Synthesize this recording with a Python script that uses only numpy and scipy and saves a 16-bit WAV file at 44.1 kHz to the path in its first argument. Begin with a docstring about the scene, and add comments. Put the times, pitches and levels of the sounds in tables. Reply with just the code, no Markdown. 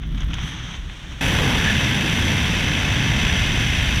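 """Gusts thump on a helmet camera under an open parachute; the slider's cloth rustles and snaps, and a
gloved hand slides along it. Then a hard cut to the open door of a small aircraft in flight: the
slipstream buffets and rushes, ringing in the door frame and the camera housing and howling briefly
on an edge, over the half-buried drone of the propeller."""
import sys
import numpy as np
from scipy import signal
from scipy.fft import rfft, irfft
from scipy.io import wavfile
from scipy.ndimage import uniform_filter1d

SR = 44100
rng = np.random.default_rng(int(sys.argv[2]) if len(sys.argv) > 2 else 0)


def inscribe(sig):
    """Save sig as 16-bit PCM at rate SR to the path in sys.argv[1].

    A 1-D sig is mono; a 2-D sig holds one channel per row.
    Samples are clipped to [-1, 1] before scaling.
    """
    pcm = np.round(np.clip(np.atleast_2d(sig).T, -1, 1) * 32767)
    wavfile.write(sys.argv[1], SR, pcm.astype(np.int16))


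N = 176400
TIME = np.arange(N) / SR


def from_db(db):
    return 10 ** (np.asarray(db) / 20)


def in_time(rows):
    """One envelope per level column of a breakpoint table."""
    times, *columns = np.transpose(rows)
    return [np.interp(TIME, times, column) for column in columns]


def filtered_noise(gain_at):
    """White noise through a frequency response; rms 1."""
    hz = np.maximum(np.arange(N // 2 + 1) * SR / N, 1)
    x = irfft(rfft(rng.standard_normal(N)) * gain_at(hz), N)
    return x / np.sqrt(np.mean(x ** 2) + 1e-20)


def noise(colour):
    """Noise with a spectrum of (f/Hz, level/dB) points, falling steeply beyond both ends; rms 1."""
    points_hz, db = np.transpose(colour)

    def gain_at(hz):
        skirts = np.minimum(1, np.minimum(hz / points_hz[0], points_hz[-1] / hz)) ** 4
        return from_db(np.interp(np.log(hz), np.log(points_hz), db)) * skirts
    return filtered_noise(gain_at)


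def resonance(centre_hz, width_hz):
    """A narrow, ringing band of noise; rms 1."""
    return filtered_noise(lambda hz: 1 / (1 + ((hz - centre_hz) / width_hz) ** 2))


def drift(rate_hz):
    """Random modulation up to about the given rate; rms 1."""
    return resonance(0, rate_hz)


def steadied(x, samples):
    """Evens out the chance swells of a rumble."""
    return x / np.sqrt(uniform_filter1d(x ** 2, samples) + 1e-9)


def swell(centre_s, width_s):
    """A bell-shaped rise and fall."""
    return np.exp(-.5 * ((TIME - centre_s) / width_s) ** 2)


def canopy_gusts():
    """Lumpy gusts hit the microphone; a faint treble hiss, like audio-coder noise, follows their peaks."""
    # gust envelopes: t/s, thump level/dB, rumble level/dB
    levels = [(0, -30, -34.5), (.15, -22, -28), (.2, -26, -30.5), (.26, -17.5, -31), (.32, -29, -29),
              (.41, -28.5, -33.5), (.44, -26, -25), (.49, -41, -34), (.65, -32, -33.5), (.75, -41, -37.5),
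              (.79, -23.5, -42), (.82, -34, -40), (.86, -27.5, -36), (.96, -39.5, -44), (1.13, -32, -37.5),
              (1.21, -36, -40)]
    # spectra of the three layers: f/Hz, level/dB
    thump_colour = [(15, -15), (25, -2.5), (42, 4), (65, 1), (82, -12), (120, -26)]
    rumble_colour = [(70, -7), (100, -4.5), (145, 0), (185, -6), (230, -14.5), (280, -15.5), (345, -22.5),
                     (420, -34.5), (700, -38)]
    coder_hiss_colour = [(4000, -6), (8000, 0), (16000, -1)]
    thump_db, rumble_db = in_time(levels)
    gusts = from_db(thump_db) * steadied(noise(thump_colour), samples=2000)
    gusts += from_db(rumble_db) * steadied(noise(rumble_colour), samples=2000)
    coder_hiss = from_db(-36.5) * np.abs(gusts) ** 1.23 * noise(coder_hiss_colour)
    return gusts + coder_hiss


def canopy_airflow():
    """A soft bed of air streaming past the camera."""
    # airflow fading in: t/s, level/dB
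    levels = [(0, -59), (.4, -46.5), (.7, -40), (.86, -43), (.97, -41), (1.21, -39.5)]
    # airflow spectrum: f/Hz, level/dB
    colour = [(300, 0.5), (450, -8), (700, -7.5), (1200, -6), (1500, -3), (2000, -3), (2700, -4.5),
              (3200, 0), (3600, -2.5), (4200, -14.5), (5000, -20.5), (5800, -11), (6400, -14),
              (7100, -21.5), (8700, -24.5), (10000, -30), (16000, -40)]
    air_db, = in_time(levels)
    return from_db(air_db + .8 * drift(rate_hz=40)) * noise(colour)


def cloth_rustle(flutter):
    """Cloth and lines rub; a thin squeak joins in partway."""
    # rubbing envelope: t/s, level/dB
    levels = [(0, -48), (.14, -45.5), (.2, -41), (.27, -42.5), (.36, -38), (.44, -33.5), (.53, -35.5),
              (.65, -38.5), (.75, -37), (.79, -44), (.86, -70)]
    # rubbing spectrum: f/Hz, level/dB
    colour = [(300, -10), (600, -12.5), (1000, -6.5), (1250, -4), (1500, -3), (2000, -3), (2700, -5.5),
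              (3200, 1.5), (3600, -2), (4200, -17.5), (5000, -23), (5600, -15.5), (6000, -13), (6450, -19),
              (6900, -31), (9000, -34), (11000, -40), (16000, -48)]
    cloth_db, = in_time(levels)
    squeak = from_db(-13) * (TIME > .4) * resonance(centre_hz=6050, width_hz=280)
    return flutter * from_db(cloth_db) * (noise(colour) + squeak)


def cloth_flutter():
    """The fast, ragged gain of fluttering cloth, deepest at the start."""
    # flutter: t/s, rms depth/dB
    depths = [(0, 3.4), (.3, 3.1), (.45, 0.99), (.8, 1.1)]
    depth_db, = in_time(depths)
    return from_db(depth_db * drift(rate_hz=90))


def cloth_snaps():
    """Short snaps of the cloth, each a dull body with a bright edge."""
    # snaps: t/s, level/dB, edge against body/dB
    snaps = [(0.027, -35, -28), (0.034, -34, -31), (.181, -32.5, -14), (0.2056, -34.5, -3.5),
             (0.231, -30.5, -18), (.3097, -30, -20), (.318, -39, -8), (0.3338, -24.5, -16),
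             (0.34, -24.5, -4), (.3716, -29, -15), (.384, -25, -22), (0.742, -25.5, -31),
             (0.8974, -30, -28)]
    # spectra of body and edge: f/Hz, level/dB
    body_colour = [(400, -15), (800, 0), (1400, -0.5), (2400, 1), (3400, 2), (4200, -17), (6000, -26),
                   (8000, -34)]
    edge_colour = [(4000, -8), (5500, 2), (6400, 8), (7500, -12), (8700, -16), (10000, -12), (12000, -20),
                   (16000, -26)]
    attack_s, decay_s = 0.00042, 0.0034
    body, edge = noise(body_colour), noise(edge_colour)
    out = np.zeros(N)
    for start_s, db, edge_db in snaps:
        age = np.maximum(TIME - start_s, 0)
        envelope = (1 - np.exp(-age / attack_s)) * np.exp(-age / decay_s)
        out += from_db(db) * envelope * (body + from_db(edge_db) * edge)
    return out


def glove_swish(flutter):
    """One bright swish as the glove slides along the fluttering cloth."""
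    # swish spectrum: f/Hz, level/dB
    colour = [(4000, -10), (6500, -2), (7800, 4), (8500, -3), (9400, 1), (11200, -2), (12000, -8),
              (13000, -4), (14000, -13), (16000, -17)]
    return flutter * from_db(-54.5) * swell(centre_s=0.477, width_s=.05) * noise(colour)


def slipstream(blade_phase):
    """Air buffets, rumbles and rushes past the door; eddies, buffets and blades all shake the rush."""
    # layer envelopes: t/s, then level/dB of buffet, rumble, low rush, rush, hiss
    levels = [(1.21, -23, -24.5, -30, -24.5, -41), (1.5, -23, -23.5, -27.5, -24.5, -43),
              (1.75, -23.5, -24, -33.5, -23.5, -45.5), (2, -32, -23.5, -32, -25, -45),
              (2.2, -22.5, -24, -31.5, -24.5, -44), (2.7, -25, -26, -33, -25, -48),
              (3.3, -21.5, -25.5, -33, -24.5, -48), (3.7, -22, -27.5, -36, -24.5, -47.5),
              (4, -20.5, -29, -35.5, -25, -46.5)]
    # spectra of the five layers: f/Hz, level/dB
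    buffet_colour = [(15, -25), (28, -2), (44, -4), (65, 2.5), (88, -0.5), (125, -4.5), (170, -12),
                     (300, -29)]
    rumble_colour = [(90, -7.5), (135, 2), (175, -1), (230, -3), (290, -6.5), (345, -16.5), (460, -20.5),
                     (600, -24.5), (900, -37)]
    low_colour = [(150, 2.5), (300, 1.5), (450, 0.5), (620, -2), (950, 0.5), (1250, -3.5), (1700, -5),
                  (3000, -35)]
    rush_colour = [(700, -9), (1250, -13.5), (1500, -3), (1900, -2.5), (2350, -3.5), (2850, -1.5),
                   (3250, 1), (3600, -3), (3900, -9.5), (4150, -16), (4900, -18.5), (5250, -13.5),
                   (5600, -16), (6100, -14), (6450, -22), (7400, -23), (9000, -29)]
    hiss_colour = [(4000, -28), (6500, -4), (7500, 3), (8500, -6.5), (9100, 1.5), (9600, -1.5),
                   (10200, 0.5), (11500, -3.5), (12800, -0.5), (13500, -9), (16000, -15)]
    # ringing of door frame and camera housing: f/Hz, width/Hz, level against the rush/dB
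    cavities = [(1740, 91, -12), (2100, 150, -9), (2592, 90, -8.5), (4605, 120, -22), (5933, 176, -14.5)]
    buffet_db, rumble_db, low_db, rush_db, hiss_db = in_time(levels)
    buffet = steadied(noise(buffet_colour), samples=4000)
    rumble = steadied(noise(rumble_colour), samples=4000)
    ringing = sum(from_db(db) * resonance(hz, width_hz) for hz, width_hz, db in cavities)
    air = from_db(rush_db) * (noise(rush_colour) + ringing) + edge_howls()
    air += from_db(low_db) * noise(low_colour) + from_db(hiss_db) * noise(hiss_colour)
    eddies = drift(rate_hz=120)
    shake_db = 0.64 * eddies + buffet + 0.44 * np.sin(blade_phase)
    return from_db(buffet_db) * buffet + from_db(rumble_db) * rumble + from_db(shake_db) * air


def propeller(blade_phase):
    """The passing blades drone in three wavering harmonics."""
    # the drone grows as the camera turns forward: t/s, level/dB
    levels = [(1.21, -40), (2.4, -28.5), (3.2, -26), (4, -30.5)]
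    # harmonics: multiple of the blade rate, level/dB
    harmonics = [(1, -1.5), (2, -18), (3, -19)]
    drone_db, = in_time(levels)
    drone = np.zeros(N)
    for order, db in harmonics:
        gain = from_db(drone_db + db + 1.8 * drift(rate_hz=12))
        drone += gain * np.sin(order * blade_phase + rng.uniform(0, 2 * np.pi))
    return drone


def edge_howls():
    """Air catches an edge and howls for a moment, first low, then high."""
    # howls: t/s, width/s, f/Hz, width/Hz, level/dB
    howls = [(1.42, 0.17, 420, 101, -32.5), (1.675, 0.058, 1700, 130, -25)]
    return sum(from_db(db) * swell(centre_s, width_s) * resonance(hz, width_hz)
               for centre_s, width_s, hz, width_hz, db in howls)


def scene():
    """Under the canopy, then a hard cut to the aircraft door; mono."""
    cut_s, blade_hz, blade_wander = 1.2095, 103.26, 0.00772
    wind = canopy_gusts() + canopy_airflow()
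    flutter = cloth_flutter()
    cloth = cloth_rustle(flutter) + cloth_snaps() + glove_swish(flutter)
    pitch_hz = blade_hz * (1 + blade_wander * drift(rate_hz=2.48))
    blade_phase = 2 * np.pi * np.cumsum(pitch_hz) / SR
    door = slipstream(blade_phase) + propeller(blade_phase)
    return np.where(TIME < cut_s, wind + cloth, door)[None]


def record(dry):
    """Soft overload rounds the peaks; a steep low-pass takes off the very top."""
    ceiling, cutoff_hz = 0.58, 15850
    rounded = ceiling * np.tanh(dry / ceiling)
    low_pass = signal.ellip(12, .1, 80, cutoff_hz, fs=SR, output="sos")
    return signal.sosfilt(low_pass, rounded)


dry = scene()
out = record(dry)
inscribe(out)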